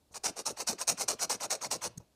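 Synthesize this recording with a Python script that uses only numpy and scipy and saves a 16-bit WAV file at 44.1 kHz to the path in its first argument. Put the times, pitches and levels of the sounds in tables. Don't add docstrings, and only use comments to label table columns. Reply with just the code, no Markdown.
import sys
import numpy as np
from scipy import signal
from scipy.fft import rfft, irfft, next_fast_len
from scipy.io import wavfile
from scipy.ndimage import uniform_filter1d

SR = 44100
rng = np.random.default_rng(int(sys.argv[2]) if len(sys.argv) > 2 else 0)


def waveform_to_disk(signal):
    frames = np.transpose(np.atleast_2d(signal))
    scaled = np.clip(frames, -1, 1) * 32767
    samples = np.round(scaled).astype(np.int16)
    wavfile.write(sys.argv[1], SR, samples)


N = 94815

# (start [s], length [s], rasp [dB], thread snaps over the rasp [dB], tilt [dB/octave],
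#   pressure gained along the stroke [dB], deepest bite [s], extra level of the bite [dB],
#   cloth note at mid-stroke [Hz], note level [dB], flapping level [dB])
PUSH_STROKES = [(.235, 0.071, -30.5, -4.5, -1.03, 2, .264, 2, 700, -42.5, -45.5),
                (.453, 0.068, -32, -7, 0, 3, .468, 5.5, 700, -41.5, -48),
                (.669, 0.074, -32.5, -1, 0.35, -2.5, .688, 2.5, 643, -39, -44.5),
                (.873, .062, -28, -1, 1.06, -3, .896, 3, 735, -37.5, -41.5),
                (1.079, .066, -31.5, -3, 0, 2, 1.087, 5, 607, -37, -46.5),
                (1.294, 0.068, -31.5, -2.5, -0.54, 0, 1.300, 3.5, 640, -41, -49),
                (1.500, 0.065, -30.5, -3, -0.1, 0, 1.509, 0.5, 650, -35, -59.5),
                (1.706, 0.066, -33, -1.5, 0.1, -3, 1.727, 1, 670, -37.5, -47)]
# (share of the length [1], rasp [dB], cloth note [dB], flapping [dB])
PUSH_COURSE = [(-.05, -32, -39.5, -40.5), (.01, -16, -22, -27), (.05, -6.5, -16.5, -19.5),
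               (.11, -0.5, -12, -18), (.44, -1, -2.5, -5), (.62, -7, -7, -9), (.88, -11, -3, -3),
               (1.08, -28.5, -19.5, -5), (1.5, -52.5, -32.5, -29)]


def pushes():
    return scraping(PUSH_STROKES, PUSH_COURSE, fall_oct=0.84, snaps_per_s=340)


# (start [s], length [s], rasp [dB], thread snaps over the rasp [dB], tilt [dB/octave],
#   pressure gained along the stroke [dB], deepest bite [s], extra level of the bite [dB],
#   cloth note at mid-stroke [Hz], note level [dB], flapping level [dB])
RETURN_STROKES = [(0.14, 0.044, -42, 0.5, -0.35, -3.5, .171, 2, 855, -54, -58),
                  (0.362, 0.062, -42, 0, -0.18, -9.5, .392, 3, 490, -43, -61),
                  (0.567, .069, -38, -7.5, -0.03, 0, .610, 5.2, 600, -44.5, -62),
                  (0.782, 0.058, -35, -9, -0.29, 2, .815, 5, 980, -46.5, -61),
                  (0.974, 0.073, -33, -4, 0.24, -3, 1.015, 3, 750, -42, -49),
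                  (1.190, 0.068, -33, -2.5, 0.58, 2, 1.224, 1.5, 793, -40.5, -50),
                  (1.401, 0.065, -34, -7.5, -0.42, 0.5, 1.409, 2.6, 805, -40.5, -51.5),
                  (1.610, .064, -35, -7, -0.45, 0.5, 1.622, 3.4, 890, -42, -47.5),
                  (1.814, 0.067, -33, -5.5, .3, 1.5, 1.841, 2.3, 720, -38, -49.5)]
# (share of the length [1], rasp [dB], cloth note [dB], flapping [dB])
RETURN_COURSE = [(-.1, -37, -35, -29), (.08, -10.5, -9.5, -17), (.3, -5.5, -10.5, -8),
                 (.55, 0.5, -1.5, -14), (.78, -3.5, -3.5, -8), (.95, -9, -5, -4), (1.1, -34.5, -19.5, -11),
                 (1.5, -53, -33, -13)]


def returns():
    return scraping(RETURN_STROKES, RETURN_COURSE, fall_oct=1.14, snaps_per_s=480)


BITE_WIDTH_S = 0.0075
TILT_PIVOT_HZ = 6000
FIBRE_DB = -2
# (frequency [Hz], level [dB])
FLAP_COLOUR = [(30, -21.5), (70, -9), (120, 0.5), (220, 2), (330, 4), (600, -13.5), (1500, -48)]


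def scraping(strokes, course, fall_oct, snaps_per_s):
    t = np.arange(N) / SR
    share, *courses = np.transpose(course)
    threads, fibres = thread_snaps(snaps_per_s), fibre_hiss()
    rasp, note_gain, flap_gain = np.zeros(N), np.zeros(N), np.zeros(N)
    centre_hz = np.ones(N)
    for (start, length, rasp_db, snap_db, tilt_db, lean_db,
         bite_s, bite_db, note_hz, note_db, flap_db) in strokes:
        progress = (t - start) / length
        on = (progress > share[0]) & (progress < share[-1])
        past_middle = np.clip(progress[on], 0, 1) - .5
        bite = bite_db * np.exp(-((t[on] - bite_s) / BITE_WIDTH_S) ** 2)
        pressure_db = lean_db * past_middle + bite
        rasp_course, note_course, flap_course = [
            np.interp(progress[on], share, c) + pressure_db for c in courses]

        slips = amp(snap_db) * threads[on] + amp(FIBRE_DB) * fibres[on]
        grit = amp(rasp_db + rasp_course) * slips

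        def tilt_and_echoes(hz):
            tilt = amp(tilt_db * np.log2((hz + 1) / TILT_PIVOT_HZ))
            return tilt * nearby_echoes(hz, count=6)

        rasp[on] += filtered(grit, tilt_and_echoes)
        note_gain[on] += amp(note_db + note_course)
        flap_gain[on] += amp(flap_db + flap_course)
        centre_hz[on] = note_hz * 2 ** (-fall_oct * past_middle)
    return blade_ring(rasp) + note_gain * cloth_note(centre_hz) + flap_gain * noise(FLAP_COLOUR)


# (frequency [Hz], level [dB])
RASP_COLOUR = [(150, -53), (450, -3), (1000, -1), (1450, -7), (1900, -12), (2450, -7), (3000, -10.5),
               (3330, -15), (3750, -7), (4450, -2.5), (4850, -4), (5850, 3.5), (6200, -0.5), (6600, 1),
               (7300, -6.5), (8200, -2), (9000, -5), (9800, -10), (11000, -9.5), (11600, -13), (12700, -22),
               (14100, -24), (14900, -13), (15550, -32)]


def thread_snaps(snaps_per_s):
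    return coloured(catches(snaps_per_s, scatter_db=3, unevenness=.4), RASP_COLOUR)


def fibre_hiss():
    slips = catches(8000, scatter_db=3.5, unevenness=.9)
    return patchy(coloured(slips * rng.choice([-1, 1], N), RASP_COLOUR), depth_db=3)


# (frequency [Hz], width [Hz], level over the plain rasp [dB])
BLADE_MODES = [(2457, 10, -7), (4320, 130, -14.5), (5885, 20, -15.5), (6530, 170, -11.5), (6830, 70, -6.5),
               (8860, 230, -8), (9950, 55, -13.5), (11150, 50, -2)]


def blade_ring(rasp):
    def response(f):
        return 1 + sum(amp(db) * resonance(f, hz, width) for hz, width, db in BLADE_MODES)
    return filtered(rasp, response)


def cloth_note(centre_hz):
    half_width_oct = 0.45
    out, power = np.zeros(N), np.full(N, 1e-9)
    for octave in np.arange(7.5, 12, .25):
        def quarter_octave(hz):
            return abs(np.log2(hz + 1) - octave) < 1 / 8
        band = unit(filtered(rng.standard_normal(N), quarter_octave))
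        weight = 1 / (1 + ((octave - np.log2(centre_hz)) / half_width_oct) ** 2)
        out, power = out + weight * band, power + weight ** 2
    return out / np.sqrt(power)


ECHO_MIN_S, ECHO_MAX_S, ECHO_DB = 0.00031, .004, -16.5


def nearby_echoes(hz, count):
    delays, signs = rng.uniform(ECHO_MIN_S, ECHO_MAX_S, count), rng.choice([-1, 1], count)
    gain = amp(ECHO_DB)
    echoes = signs @ np.exp(-2j * np.pi * np.outer(delays, hz))
    return (1 + gain * echoes) / np.sqrt(1 + count * gain ** 2)


SCUFF_DB, SCUFF_AFTER_S, SCUFF_WIDTH_S = -15.5, 0.0064, 0.0068
SCUFF_HZ, SCUFF_FALL_OCT_PER_S = 1710, 130


def scuffs():
    t = np.arange(N) / SR
    gain, centre_hz = np.zeros(N), np.full(N, float(SCUFF_HZ))
    for start, _, rasp_db, *_ in RETURN_STROKES:
        peak_s = start + SCUFF_AFTER_S
        since = t - peak_s
        on = abs(since) < .03
        gain += swell(peak_s, rasp_db + SCUFF_DB, SCUFF_WIDTH_S)
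        centre_hz[on] = SCUFF_HZ * 2 ** (-SCUFF_FALL_OCT_PER_S * since[on])
    return gain * cloth_note(centre_hz)


# (time [s], frequency [Hz], level [dB], half width [s])
HAND_BUMPS = [(0.7, 224, -36, 0.0044), (1.9803, 156.3, -35.5, 0.0033)]


def bumps():
    t = np.arange(N) / SR
    return sum(amp(db) * np.sin(2 * np.pi * hz * (t - s)) / (1 + ((t - s) / width) ** 2)
               for s, hz, db, width in HAND_BUMPS)


# (frequency [Hz], level [dB])
BRUSH_COLOUR = [(200, -39), (1200, -18.5), (3200, -30), (4200, -8), (5100, -16), (6500, 0.5), (7400, -11),
                (8300, -4.5), (10500, -13), (12500, -19), (15500, -28)]


def blade_brushes():
    set_down = swell(0.1296, -60.5, 0.0096)
    stop = swell(1.9795, -44, 0.0037)
    return (set_down + stop) * noise(BRUSH_COLOUR)


# (time [s], level [dB], time to fall 60 dB [s])
SOFT_TOUCHES = [(.11, -62.5, 0.57), (2.001, -53, 0.097)]
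# (frequency [Hz], level [dB])
TOUCH_COLOUR = [(100, 2), (300, -9), (550, 2.5), (1000, -3.5), (1400, -16.5), (3000, -62), (5800, -13),
                (9000, -41), (15000, -29.5)]


def touches():
    t = np.arange(N) / SR
    gain = sum(amp(db - 60 * abs(t - s) / decay) * (t > s) for s, db, decay in SOFT_TOUCHES)
    return gain * noise(TOUCH_COLOUR)


# (time [s], level [dB], width to 1/e [s])
CLOTH_SHIFTS = [(1.869, -53, 0.033), (1.988, -55, 0.034)]
# (frequency [Hz], level [dB])
RUMBLE_COLOUR = [(25, -15.5), (55, -14), (115, 7), (200, -14), (400, -13), (1200, -51)]


def shifts():
    return sum(swell(*row) for row in CLOTH_SHIFTS) * noise(RUMBLE_COLOUR)


ROOM_DB = -22
ROOM_MODE_HZ, ROOM_MODE_WIDTH_HZ, ROOM_MODE_DB = 116.5, 14, -1.5
# (frequency [Hz], time to fall 60 dB [s])
ROOM_DECAY = [(120, 0.37), (700, 0.48), (2700, 0.64), (6000, 0.23), (15000, 0.12)]


def room(x):
    hz, t, z = signal.stft(rng.standard_normal(SR // 2), SR, nperseg=256)
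    decay = amp(-60 * t / along(ROOM_DECAY, hz)[:, None])
    tail = signal.istft(z * decay, SR, nperseg=256)[1]
    wet = signal.fftconvolve(x, tail / np.linalg.norm(tail))[:N]
    boom = filtered(x, lambda f: resonance(f, ROOM_MODE_HZ, ROOM_MODE_WIDTH_HZ))
    return amp(ROOM_DB) * wet + amp(ROOM_MODE_DB) * boom


# (frequency [Hz], level [dB])
FLOOR_COLOUR = [(20, -19.5), (60, 1), (130, -5.5), (470, -11.5), (800, -14), (1570, -26), (2800, -26),
                (4000, -21.5), (7000, -25.5), (12500, -28), (15500, -37)]


def noise_floor():
    return amp(-71) * noise(FLOOR_COLOUR)


def amp(db):
    return 10 ** (np.asarray(db) / 20)


def unit(x):
    return x / np.sqrt(np.mean(x ** 2) + 1e-20)


def along(points, hz):
    f, v = np.transpose(points)
    return np.interp(np.log(hz + 1), np.log(f + 1), v)


def filtered(x, response):
    m = 2 * next_fast_len(len(x))
    return irfft(rfft(x, m) * response(np.fft.rfftfreq(m, 1 / SR)), m)[:len(x)]


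def coloured(x, spectrum):
    def response(hz):
        cepstrum = irfft(np.log(amp(along(spectrum, hz))))
        cepstrum[len(cepstrum) // 2:] = 0
        return np.exp(2 * rfft(cepstrum))
    return unit(filtered(x, response))


def noise(spectrum):
    return coloured(rng.standard_normal(N), spectrum)


def catches(rate, scatter_db, unevenness):
    draws = rng.standard_normal((20000, 2))
    gaps = np.exp(unevenness * draws[:, 0])
    at = (np.cumsum(gaps / gaps.mean()) * SR / rate).astype(int)
    size = amp(scatter_db * np.clip(draws[:, 1], -2, 2))
    return np.bincount(at[at < N], size[at < N], N)


def patchy(x, depth_db):
    z = signal.stft(x, nperseg=256)[2]
    field = uniform_filter1d(rng.standard_normal(z.shape), size=5, axis=0)
    field = uniform_filter1d(field, size=4, axis=1)
    return unit(signal.istft(z * amp(depth_db * unit(field)), nperseg=256)[1][:N])


def resonance(f, hz, width_hz):
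    return 1j * f * width_hz / (hz ** 2 - f ** 2 + 1j * f * width_hz)


def swell(s, db, width_s):
    return amp(db) * np.exp(-((np.arange(N) / SR - s) / width_s) ** 2)


def scene():
    strokes = pushes() + returns() + scuffs()
    handling = bumps() + blade_brushes() + touches() + shifts()
    close = strokes + handling
    return (close + room(close) + noise_floor())[None]


def record(dry):
    return filtered(dry[0], lambda hz: hz < 15560)[None]


dry = scene()
out = record(dry)
waveform_to_disk(out)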